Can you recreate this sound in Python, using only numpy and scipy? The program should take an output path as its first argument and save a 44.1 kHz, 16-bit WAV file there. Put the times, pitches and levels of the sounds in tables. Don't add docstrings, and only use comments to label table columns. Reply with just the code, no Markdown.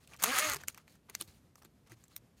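import sys
import numpy as np
from scipy import signal
from scipy.fft import rfft, irfft
from scipy.io import wavfile
from scipy.ndimage import uniform_filter1d

SR = 44100
rng = np.random.default_rng(int(sys.argv[2]) if len(sys.argv) > 2 else 0)


def wav_record(signal):
    frames = np.transpose(np.atleast_2d(signal))
    bounded = np.clip(frames, -1, 1)
    quanta = np.round(bounded * 32767).astype(np.int16)
    wavfile.write(sys.argv[1], SR, quanta)


def rack_gain(trim_db):
    fader = np.asarray(trim_db, float)
    return 10 ** (fader / 20)


N = 105840

# (mode_hz, width_hz, level_db)
STRIP_MODES = [(1220, 120, 4.5), (1650, 110, -9.5), (2200, 1400, -2.5), (4300, 610, -1.5), (6550, 470, 6),
               (9250, 520, 3)]


def unit_rms(x):
    return x / np.sqrt(np.mean(x ** 2) + 1e-20)


def curve(points, t):
    return np.interp(t, *np.transpose(points))


def coloured(x, points):
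    hz = np.fft.rfftfreq(len(x), 1 / SR)
    point_hz, point_db = np.transpose(points)
    gain_db = np.interp(np.log(hz + 1), np.log(point_hz + 1), point_db)
    return irfft(rfft(x) * rack_gain(gain_db), len(x))


def ring(x, hz, width):
    return signal.lfilter(*signal.iirpeak(min(hz, SR / 2.2), hz / width, SR), x)


def wander(count, hz):
    span = int(SR / hz)
    return unit_rms(uniform_filter1d(uniform_filter1d(rng.standard_normal(count), span), span))


def grit(count, spread_db):
    fast_db = spread_db * wander(count, 1500)
    slow_db = .5 * spread_db * wander(count, 100)
    return rng.standard_normal(count) * rack_gain(fast_db + slow_db)


def pull():
    # (time_s, rib_rate_hz)
    rib_rate = [
        (.245, 200),
        (.285, 240),
        (.325, 275),
        (.35, 268),
        (.367, 251),
        (.39, 264),
        (.41, 303),
        (.48, 309),
        (.52, 280),
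    ]
    # (time_s, level_db)
    pressure = [
        (.19, -62),
        (.222, -47),
        (.245, -35),
        (.31, -36),
        (.39, -31.5),
        (.49, -35),
        (.542, -39),
        (.553, -50),
        (.562, -43),
        (.574, -56),
    ]
    # (start_s, length_s, [(rib_rate_multiple, level_db)])
    even_catches = [
        (.245, .09, [(2, -43), (3, -44), (5, -48)]),
        (.272, .052, [(1, -39)]),
        (.305, .05, [(2, -45), (4, -43), (6, -39)]),
        (.352, .043, [(3, -43), (5, -39), (7, -42), (8, -42)]),
        (.393, .097, [(2, -39), (4, -39)]),
        (.405, .06, [(6, -43), (7, -39), (8, -46)]),
        (.43, .08, [(1, -49), (9, -47)]),
        (.48, .065, [(2, -50), (3, -48), (5, -44), (6, -45), (7, -44)]),
    ]
    # (hz, level_db)
    scrape_spectrum = [(100, -21), (300, -15), (800, -13), (1300, -6), (2500, -9), (4000, -13),
                       (12000, -16.5), (16000, -20)]
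    t = np.arange(N) / SR
    moving = (t > pressure[0][0]) & (t < pressure[-1][0])
    rib_turns = np.cumsum(curve(rib_rate, t) * (1 + .011 * wander(N, 300))) / SR

    buzz = np.zeros(N)
    for start_s, length_s, tones in even_catches:
        swell = np.sqrt(np.sin(np.pi * np.clip((t - start_s) / length_s, 0, 1)) + 1e-9)
        for multiple, level_db in tones:
            level = rack_gain(level_db + 1.2 * wander(N, 50))
            buzz += swell * level * np.cos(2 * np.pi * (multiple * rib_turns + rng.random()))

    slips = grit(N, 1.2) * (1 + 0.37 * np.cos(2 * np.pi * rib_turns))
    slips = slips + sum(rack_gain(db + 4 * wander(N, 50)) * ring(slips, hz, width) for hz, width, db in STRIP_MODES)
    scrape = rack_gain(curve(pressure, t) - 0.04) * unit_rms(coloured(slips, scrape_spectrum))
    return moving * (scrape + buzz)


def struck(s, peak_db, modes):
    lead = 400
    t = (np.arange(1900) - lead) / SR
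    lead_in = rack_gain(-35) * np.exp(np.minimum(t, 0) / .003)
    rustle_db = -21 - 0.45 * (peak_db + 32.0)
    rustle = rack_gain(rustle_db) * np.exp(-np.maximum(t, 0) / .0028)
    kick = (t == 0) + rng.standard_normal(len(t)) * np.where(t < 0, lead_in, rustle)
    x = rack_gain(-9) * unit_rms(kick)
    for k, (hz, width, db) in enumerate(sorted(modes)):
        x = x + (-1) ** k * rack_gain(db) * unit_rms(ring(ring(kick, hz, width), hz, width))
    return s - lead / SR, rack_gain(peak_db + 1.0) * x / abs(x).max()


def snap(s, peak_db, ring_hz, body_hz, body_db):
    # (mode_hz, width_hz)
    face_modes = [(2500, 8100), (4200, 900), (6400, 580), (7700, 900), (9400, 1900), (11800, 800),
                  (14500, 1400)]
    detune, uneven_db = .05, 4
    chance = 2 * rng.random((7, 2)) - 1
    modes = [(ring_hz, ring_hz / 4, 2),
             (body_hz, 200 + body_hz / 3, body_db),
             (body_hz / 2, 900, body_db - 14)]
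    for (hz, width), (louder, higher) in zip(face_modes, chance):
        modes.append((hz * (1 + detune * higher), 1.7 * width, -4 + uneven_db * louder))
    return struck(s, peak_db, modes)


def rub(start, length, db, tilt_db):
    count = round(length * SR)
    arch = np.sin(np.pi * np.linspace(0, 1, count) ** .7) ** 1.4
    x = grit(8192, 2.1)
    x = x + sum(rack_gain(mode_db - 9 + 7 * wander(8192, 40)) * ring(x, hz, width)
                for hz, width, mode_db in STRIP_MODES)
    x = coloured(x, [(250, -0.5), (1000, -4 - 2 * tilt_db), (4000, -8.0),
                     (9000, -13.5 + tilt_db), (16000, -20.5 + 2 * tilt_db)])
    return start, rack_gain(db) * unit_rms(x)[:count] * arch


def bump(s, db, hz):
    u = np.arange(4000) / SR * hz / 1.8
    return s, rack_gain(db) * np.e * u * np.exp(-u) * np.sin(2 * np.pi * 1.9 * u)


def room(x):
    t60_s = .05
    taps, at = np.zeros(8000), np.arange(100, 7980, 20)
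    taps[at + rng.integers(0, 20, len(at))] = rng.choice([-1., 1.], len(at))
    taps *= rack_gain(-60 * np.arange(8000) / SR / t60_s)
    return signal.fftconvolve(x, taps / np.linalg.norm(taps))[:N]


def air():
    # (hz, level_db)
    air_spectrum = [(25, -33), (55, -1), (170, -1), (350, -11.5), (1000, -22.5), (3000, -29.5),
                    (14200, -35.5), (15300, -54)]
    level_db = -66 + wander(N, 21)
    return rack_gain(level_db) * unit_rms(coloured(rng.standard_normal(N), air_spectrum))


def add(mix, s, sound):
    part = mix[round(s * SR):][:len(sound)]
    part += sound[:len(part)]


def scene():
    # (time_s, peak_db,
    # ring_hz, body_hz, body_db)
    pull_snaps = [(.199, -38, 5000, 2200, 4), (.2226, -27, 7300, 1250, 4), (.2272, -19, 10500, 1300, -1),
                  (.2368, -12, 7200, 1500, -5), (.2388, -10.5, 12500, 2800, -1),
                  (.2405, -11, 9500, 1100, 3), (.2435, -16, 6800, 1900, 0), (.36, -23, 9500, 1800, -3),
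                  (.367, -23, 10000, 1800, -6), (.383, -21, 6500, 1300, -6), (.387, -13, 6500, 1500, -4),
                  (.395, -16, 9500, 2400, -8), (.4985, -18, 9000, 2000, -3), (.519, -28, 4500, 2000, 0),
                  (.535, -22, 6500, 2000, -8), (.5455, -22, 6500, 1000, -5), (.561, -29, 6000, 1150, 4),
                  (.567, -30, 5000, 2200, 4)]
    weave_snaps = [(0.0748, -44.5, 8700, 2560, 3.5), (.121, -48, 5950, 1450, 14),
                   (0.135, -42.5, 4600, 2450, 11), (0.143, -44, 5600, 1930, 9),
                   (.164, -46, 6000, 2450, -7.5), (0.172, -53.5, 7000, 2970, 4),
                   (0.612, -48, 7050, 1800, -10), (.636, -37.5, 6240, 1570, 14.5),
                   (.698, -46, 5040, 1410, 11), (1.098, -36, 10940, 2050, 2), (1.101, -48, 11000, 1973, 1),
                   (1.2048, -46, 3740, 2540, 11), (1.2221, -33, 5400, 3530, 3),
                   (0.746, -40.5, 5980, 2360, 5), (.776, -41, 5770, 1120, 8),
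                   (0.781, -43.5, 6600, 2200, 7.5), (.879, -49.5, 4200, 1740, 9.5),
                   (0.924, -55.5, 4140, 1500, -6), (0.954, -57.5, 6100, 1420, 7),
                   (1.277, -52, 3850, 2200, 0),
                   (1.556, -47.5, 5850, 1210, 4.5), (1.581, -58, 4300, 1150, 10),
                  (1.6224, -48.5, 5800, 1300, 8.5), (1.632, -54, 5930, 1130, 10),
                  (1.646, -54, 4300, 1100, -8), (1.6491, -42, 6170, 1200, 1.5),
                  (1.651, -56, 4300, 1594, -21), (1.657, -65, 7440, 1220, -5),
                  (1.872, -55.5, 6000, 1080, -4), (1.897, -56, 6000, 1060, 6), (2.054, -61, 3950, 1500, 4),
                  (2.081, -56, 9250, 4290, 4), (1.919, -42.5, 7200, 1990, 6.5), (1.929, -64, 6000, 1470, 1),
                  (2.177, -45, 12500, 5500, -19)]
    # (time_s, peak_db, [(mode_hz, width_hz, level_db)])
    cracks = [
        (.6835, -16.5, [(1330, 560, -8.5), (2200, 400, -3.5), (2810, 520, -4.5), (4170, 900, -16), (7080, 2200, 4.5), (11660, 1660, 1), (13400, 1400, -5)]),
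        (1.151, -19.5, [(900, 2700, -13.5), (2110, 670, -2.5), (4340, 970, -2.5), (6100, 1070, 1.5), (7400, 1000, -4), (8820, 1400, -7.5), (12100, 1200, -8), (13500, 780, -9)]),
        (1.2115, -20, [(1200, 450, -8), (3050, 330, -7.5), (3970, 870, -4.5), (7140, 970, -14), (9100, 1160, 3), (11060, 1100, -4), (12700, 1600, -7), (15000, 1200, -9)]),
        (2.039, -45.5, [(1220, 1500, -7.5), (3870, 900, -13), (6150, 690, -6.5), (7400, 550, 2), (9400, 600, -18), (11800, 1000, -8), (14100, 1200, -13)]),
        (2.164, -26, [(1220, 570, -14), (2300, 730, -6), (3800, 830, -3), (5710, 650, -2.5), (7100, 540, -8), (8440, 920, -1.5), (9470, 1300, -3), (13850, 2100, 7), (15300, 960, -6)]),
    ]
    # (start_s, length_s, level_db, treble_tilt_db)
    rubs = [(0, 0.078, -67, 2.5), (.06, 0.13, -66, 2), (.108, 0.0634, -57.5, -3), (.185, 0.06, -54, 0.5),
            (.555, 0.12, -58, 0), (.672, 0.044, -49.5, 4), (.71, .035, -65, 5), (.73, 0.12, -65.5, 0),
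            (.865, 0.13, -66, 2.5), (1.085, 0.039, -58, -3.5), (1.11, 0.14, -65, 2),
            (1.17, 0.12, -61.5, 5.5), (1.197, 0.037, -46, 2.5), (1.268, 0.064, -63.5, 2.5),
            (1.3, 0.12, -68, 3), (1.565, 0.055, -68.5, 6), (1.615, 0.016, -63, -2.5),
            (1.642, 0.03, -62.5, -0.5), (1.86, 0.037, -66.5, -1), (1.895, 0.06, -60.5, 1),
            (1.95, 0.15, -71.5, 2.5), (2.085, 0.1, -68.5, 1.5), (2.162, 0.032, -66, 4),
            (2.365, 0.051, -70, 3)]
    # (time_s, level_db, pitch_hz)
    bumps = [(.225, -47, 170), (.47, -50, 97), (.49, -52, 62), (.508, -51, 240), (.536, -46, 385),
             (.56, -47, 380), (.55, -51, 138), (.63, -61, 81), (1.095, -57, 380), (1.213, -52.5, 314),
             (1.235, -60, 90), (1.65, -60, 323), (1.918, -53, 319), (1.9, -54.5, 110)]
    still, hands = air(), pull()
    all_snaps = pull_snaps + weave_snaps
    for rows, play in [(rubs, rub), (bumps, bump), (all_snaps, snap), (cracks, struck)]:
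        for row in rows:
            add(hands, *play(*row))
    hands = signal.lfilter(*signal.butter(2, 45, "high", fs=SR), hands)
    return (still + hands + rack_gain(-24) * room(hands))[None]


def low_pass(x):
    return signal.sosfilt(signal.butter(12, 16860, fs=SR, output="sos"), x)


def record(dry):
    band_limit = signal.firwin(63, 15900, window=("kaiser", 5), fs=SR)
    return low_pass(signal.oaconvolve(dry, band_limit[None], "same"))


dry = scene()
out = record(dry)
wav_record(out)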